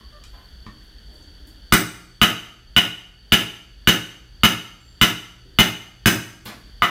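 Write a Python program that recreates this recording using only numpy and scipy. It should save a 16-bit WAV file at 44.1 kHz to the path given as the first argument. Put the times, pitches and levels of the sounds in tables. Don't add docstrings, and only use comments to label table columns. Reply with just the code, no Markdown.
import sys
import numpy as np
from scipy import signal
from scipy.io import wavfile
from scipy.ndimage import uniform_filter1d

SR = 44100
rng = np.random.default_rng(int(sys.argv[2]) if len(sys.argv) > 2 else 0)


def unload_wav(signal):
    wavfile.write(
        sys.argv[1],
        SR,
        np.round(np.clip(np.atleast_2d(signal).T, -1, 1) * 32767).astype(np.int16),
    )


def nominal_scale(level):
    x = np.asarray(level, float) / 20
    return 10 ** x


N = 304272

# frequency_hz, density_db [dB per Hz]
AIR_SPECTRUM = [(20, -6), (50, 7.5), (90, -12), (300, -21.5), (1000, -34.5), (2300, -41), (4000, -35.5),
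                (6000, -37.5), (8000, -48), (10500, -39.5), (13000, -49.5), (16000, -52.5)]
# centre_hz, width_hz, level_db
INSECT_DRONES = [(1650, 530, -62.5), (3235, 570, -59), (4552, 185, -55)]
# start_s, tick_level_db, wood_share_db, centre_hz, width_octaves
LIGHT_KNOCKS = [
    (0.01, -54, 6.5, 1092, 0.072),
    (0.238, -35.5, -31, 1940, 3.7),
    (.447, -58, -44, 13500, 0.8),
    (.665, -37.5, 3.5, 1130, 2.6),
    (1.084, -53, -11, 450, 0.51),
    (1.225, -51, -40, 6540, .5),
    (6.459, -20.5, -9, 3220, 0.88),
]
# start_s, length_s, level_db, centre_hz, width_octaves
CHISEL_RUBS = [(.33, 0.16, -56.5, 850, 2), (1.08, 0.2, -59, 352, 1.4), (1.396, .2, -57, 280, 0.58),
               (0.298, 0.26, -74, 13000, .12), (0.83, 0.051, -69, 11110, 1.3),
               (1.13, 0.093, -66.5, 7100, 1.9), (1.465, 0.058, -62, 12600, 2.9),
               (5.44, 0.12, -54, 323, 0.71), (6.455, 0.091, -33.5, 1140, 3.5),
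               (6.45, 0.05, -38.5, 11900, 1), (6.455, 0.068, -34, 252, 1.2)]
# frequency_hz, level_db, t60_s
BENCH_MODES = [(46.2, -6, 0.089), (124.4, 0.5, 0.15), (175.2, -6.5, 0.19), (211.7, 2.5, 0.088),
               (304.5, -10.5, 0.23), (407.4, -12.5, 0.13), (665, -38, 0.3)]
# multiple of its pitch [ratio], level_db, t60_s
TIMBER_MODES = [(.92, -21.5, 0.011), (1.001, 1.5, 0.024), (1.09, -6.5, 0.013), (1.2, -10, 0.012),
                (1.6, -5, 0.037)]
# frequency_hz, t60_s
SHED_DECAY = [(100, 0.55), (400, 0.53), (1200, 0.5), (3000, 0.48), (7000, 0.54), (15000, 0.39)]
# start_s, length_s, pitch_hz, level_db
FOWL_CALLS = [(.095, .16, 602, -55.5)]
# start_s, length_s, pitch_hz, level_db
BENCH_GROANS = [(1.07, .27, 326, -62.5), (1.4, .23, 313.5, -67)]
# start_s, force_db, timber_share_db, timber_pitch_hz, off_centre_db (on the pipe)
BLOW_EVENTS = [
    (1.723, 0, -3, 1253, 27),
    (2.215, -0.5, -2, 1274, -3),
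    (2.764, -3.5, 1, 1460, -8),
    (3.321, -1.5, -2, 1482, -4),
    (3.873, -1.5, -0.5, 1524, 0.5),
    (4.434, -0.5, 1, 1344, -1),
    (5.013, -.5, -2.5, 1320, 4),
    (5.587, -.5, -3, 1313, 1.5),
    (6.058, 2, -2, 1615, 19.5),
    (6.821, -12, 7, 1247, 2),
]
# frequency_hz, density_db [dB per Hz]
CRACK_SPECTRUM = [(300, -1.5), (500, -14), (800, -8.5), (1050, -20.5), (1400, -7.5), (2000, -10),
                  (3000, -15), (4200, -21), (6000, -21.5), (7500, -28.5), (10300, -26), (12500, -31.5),
                  (14800, -17.5), (16500, -27)]
# frequency_hz, level_db, t60_s
HANDLE_MODES = [(2634, -13.5, 0.037), (2782, -11, 0.022), (2869, -4.5, 0.058), (2940, -6.5, 0.059),
                (2925, -9.5, 0.043), (2985, -8.5, 0.032), (3068, -7, .04), (3460, -1.5, 0.013)]
# frequency_hz, level_db, t60_s
BLADE_MODES = [(6030, -28, .07), (6115, -27, .12), (6235, -26, .09), (6430, -30, .07)]
# frequency_hz, level_db, t60_s
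LEG_MODES = [(119.5, -36, 1.6), (123, -36, 1.6), (176, -19, .7)]
# frequency_hz, level_db, t60_s
PIPE_MODES = [(8045, -6, .4), (8694, -2, .14), (14690, -3, .17)]
# level at centre_db, slope [dB per dB]
PIPE_OFF_CENTRE = [(-51, 1.3), (-28, .6), (-17, .35)]
# frequency_hz, level_db
STEEL_PART_MODES = [(7370, -62), (9340, -70), (9577, -74), (12344, -76), (13701, -74)]
# start_s, level_db
STEEL_PART_TOUCHES = [(4.801, 2.5), (4.848, -0.5)]

BENCH_FOLLOWS, TOOL_FOLLOWS, TREBLE_FOLLOWS = 1.3, 0.8, 0.6


def unit(x):
    return x / np.sqrt(np.mean(x ** 2) + 1e-20)


def at_hz(points, hz):
    frequency, value = np.array(points)[:, 0], np.array(points)[:, 1]
    return np.interp(np.log(hz), np.log(frequency), value)


def add(out, start_s, sound):
    i = int(start_s * SR)
    out[i:i + len(sound)] += sound[:N - i]


def band_pass(x, low_hz, high_hz, order):
    return signal.sosfilt(signal.butter(order, [low_hz, high_hz], "band", fs=SR, output="sos"), x)


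def around(x, hz, octaves):
    low, high = np.clip(hz * 2 ** (np.array([-0.5, 0.5]) * octaves), 20, 0.45 * SR)
    return band_pass(band_pass(x, low, high, 1), low, high, 1)


def bands(shape, low_hz):
    white = rng.standard_normal((2, *shape))
    edges = low_hz * 2 ** np.arange(0, np.log2(18000 / low_hz), 1 / 3)
    slices = []
    for k, (low, high) in enumerate(zip(edges, edges[1:])):
        slices.append((np.sqrt(low * high), band_pass(white[k % 2], low, high, 2)))
    return slices


def drift(rate_hz):
    r = np.exp(-2 * np.pi * rate_hz / SR)
    wander = signal.lfilter([1], [1, -2 * r, r * r], rng.standard_normal(N + SR))
    return unit(wander[SR:])


def body(modes, times, db, pitch=1):
    hz, mode_db, t60 = np.transpose(modes)[:, :, None]
    out = np.zeros(N)
    t = np.arange(int(SR * min(t60.max(), 0.6))) / SR
    contact = 1 - np.exp(-t / 0.0004)
    luck_db = 1.5 * rng.standard_normal((len(times), len(modes), 1))
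    for start_s, hit_db, scale, own_db in zip(times, db, pitch * np.ones(len(times)), luck_db):
        envelope = nominal_scale(hit_db + mode_db + own_db - 60 * t / t60)
        rings = envelope * np.sin(2 * np.pi * hz * scale * t)
        add(out, start_s, rings.sum(axis=0) * contact)
    return out


def outdoors():
    gust_db = 0.28 * drift(8.7)
    air = 0
    for hz, part in bands((N,), low_hz=20.1):
        air = air + part * nominal_scale(at_hz(AIR_SPECTRUM, hz) + gust_db * (hz < 100))
    out = nominal_scale(-43.5) * unit(air)
    for hz, width, db in INSECT_DRONES:
        drone = band_pass(rng.standard_normal(N), hz - width / 2, hz + width / 2, 2)
        out += nominal_scale(db + 0.5 * drift(20)) * unit(drone)
    return out


def knocks():
    start_s, db, wood_db, timber_hz = np.transpose(LIGHT_KNOCKS)[:4]
    out = body(BENCH_MODES[1:], start_s, db + wood_db - 3.5)
    out += body(TIMBER_MODES, start_s, db + wood_db, timber_hz)
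    t = np.arange(SR // 10) / SR
    for when, level_db, _, hz, octaves in LIGHT_KNOCKS:
        tick = around(rng.standard_normal(len(t)) * np.exp(-t / 0.0036), hz, octaves)
        add(out, when, nominal_scale(level_db) * tick / np.abs(tick).max())
    return out


def rubbing():
    out, count = np.zeros(N), SR // 10 * 3
    clumps = nominal_scale(2.5 * drift(90))
    for when, length, level_db, hz, octaves in CHISEL_RUBS:
        grains = rng.standard_normal(count) * nominal_scale(2.7 * rng.exponential(1, count))
        grains = grains * clumps[int(when * SR):][:count]
        phase = np.clip(np.arange(count) / SR / length, 0, 1)
        stroke = np.sin(np.pi * phase ** 0.34)
        add(out, when, nominal_scale(level_db) * unit(around(grains, hz, octaves)) * stroke)
    return out


def shed(x):
    t = np.arange(int(SR * 0.8)) / SR
    tail = 0
    for hz, part in bands(t.shape, low_hz=56.0):
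        tail = tail + part * nominal_scale(-60 * t / at_hz(SHED_DECAY, hz))
    early = 1 + 1.38 / (1 + (t / 0.046) ** 3)
    tail = tail * (1 - np.exp(-t / 0.00067)) * early
    return signal.fftconvolve(x, tail / np.sqrt(np.sum(tail ** 2)))[:N]


def gliding(rows, shares, rough, sag, edge_s):
    out = np.zeros(N)
    shake = 1 + rough * drift(56)
    for start_s, length, hz, db in rows:
        t = np.arange(int(length * SR)) / SR
        turn = 2 * np.pi * hz * (t - sag * t ** 2 / (2 * length))
        tone = sum(a * np.sin((k + 1) * turn) for k, a in enumerate(shares))
        swell = np.clip(np.minimum(t, length - t) / edge_s, 0, 1) ** 2
        add(out, start_s, nominal_scale(db) * unit(tone) * swell)
    return out * shake


def fowl():
    return gliding(FOWL_CALLS, [0.9, 1.1, 0.5], rough=0.83, sag=0.032, edge_s=0.03)


def groans():
    return gliding(BENCH_GROANS, [1.1, 0.2, 0.25], rough=1.0, sag=0.129, edge_s=0.045)


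def cracks():
    start_s, force = np.transpose(BLOW_EVENTS)[:2]
    tool_db, bright_db = TOOL_FOLLOWS * force, TREBLE_FOLLOWS * force
    t = np.arange(SR // 8) / SR
    tearing = nominal_scale(-8) * np.exp(-t / 0.018) * (1 - np.exp(-t / 0.0023))
    bursts = 0
    for hz, part in bands((len(start_s) + 1, len(t)), low_hz=302.5):
        sharp = np.clip(np.log2(hz / 3000), 0, 1)
        shape = np.exp(-t / (0.0018 + 0.0011 * sharp))
        shape = shape * (1 - 0.69 * sharp * np.exp(-(t / 0.0022) ** 2)) + tearing
        alike = 0.8 * part[0] + 0.6 * part[1:]
        level_db = at_hz(CRACK_SPECTRUM, hz) + tool_db + 29.5 + sharp * bright_db
        bursts = bursts + alike * nominal_scale(level_db)[:, None] * shape
    out = np.zeros(N)
    for when, burst in zip(start_s, bursts):
        add(out, when, burst)
    return out


def timber():
    start_s, force, share_db, pitch_hz, _ = np.transpose(BLOW_EVENTS)
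    return body(TIMBER_MODES, start_s, TOOL_FOLLOWS * force + share_db + 2.66, pitch_hz)


def chisel():
    start_s, force, _, _, aside = np.transpose(BLOW_EVENTS)
    tool_db = TOOL_FOLLOWS * force
    handle = body(HANDLE_MODES, start_s, tool_db - 0.35 * aside + 11.3)
    return handle + body(BLADE_MODES, start_s + 0.0076, tool_db + TREBLE_FOLLOWS * force + 12)


def bench():
    start_s, force = np.transpose(BLOW_EVENTS)[:2]
    bench_db = BENCH_FOLLOWS * force
    out = body(BENCH_MODES, start_s + 0.003385, bench_db + 3.9)
    out += body(LEG_MODES[1:], start_s + 0.0034, bench_db + 2.2)
    return out - body(LEG_MODES[:1], start_s + 0.0032, bench_db + 1.25)


def pipe():
    start_s, force, _, _, aside = np.transpose(BLOW_EVENTS)
    centre_db, waking = np.transpose(PIPE_OFF_CENTRE)[:, :, None]
    level_db = centre_db + waking * aside[:, None, None] + force[:, None, None]
    return sum(body(PIPE_MODES, start_s + 0.012, level_db, detune) for detune in (0.9985, 1, 1.0012, 1.0031))


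def tinkle():
    start_s, db = np.transpose(STEEL_PART_TOUCHES)
    return body([(hz, level_db, 0.6) for hz, level_db in STEEL_PART_MODES], start_s, db)


def scene():
    wood = timber()
    work = knocks() + rubbing() + cracks() + wood + chisel() + tinkle()
    near = bench() + pipe() + nominal_scale(4) * wood
    echo = nominal_scale(1.5) * shed(work + nominal_scale(-7) * near)
    return (outdoors() + work + near + echo + fowl() + groans())[None]


def ducking(x, threshold_db, share, attack_s, release_db_s, ahead_s):
    level = 10 * np.log10(uniform_filter1d(x ** 2, size=64) + 1e-12)
    t = np.arange(N) / SR
    climb = release_db_s * t
    held = np.maximum.accumulate(np.maximum(level - threshold_db, 0) + climb) - climb
    r = np.exp(-1 / (attack_s * SR))
    smooth = signal.lfilter([1 - r], [1, -r], held)
    return x * nominal_scale(-share * np.interp(t + ahead_s, t, smooth))


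def top_cut(x):
    return signal.sosfilt(signal.butter(12, 16860, fs=SR, output="sos"), x)


def record(dry):
    x = signal.sosfilt(signal.butter(2, 32, "high", fs=SR, output="sos"), dry[0])
    x = ducking(x, threshold_db=-20.0, share=0.52, attack_s=0.044, release_db_s=60.0, ahead_s=-0.022)
    x = ducking(x, threshold_db=-7.5, share=0.92, attack_s=0.0012, release_db_s=229.5, ahead_s=0.0023)
    x = x / (1 + np.abs(x) ** 6) ** (1 / 6)
    x = signal.sosfilt(signal.cheby2(10, 30, 16400, fs=SR, output="sos"), x)
    return top_cut(x[None])


dry = scene()
out = record(dry)
unload_wav(out)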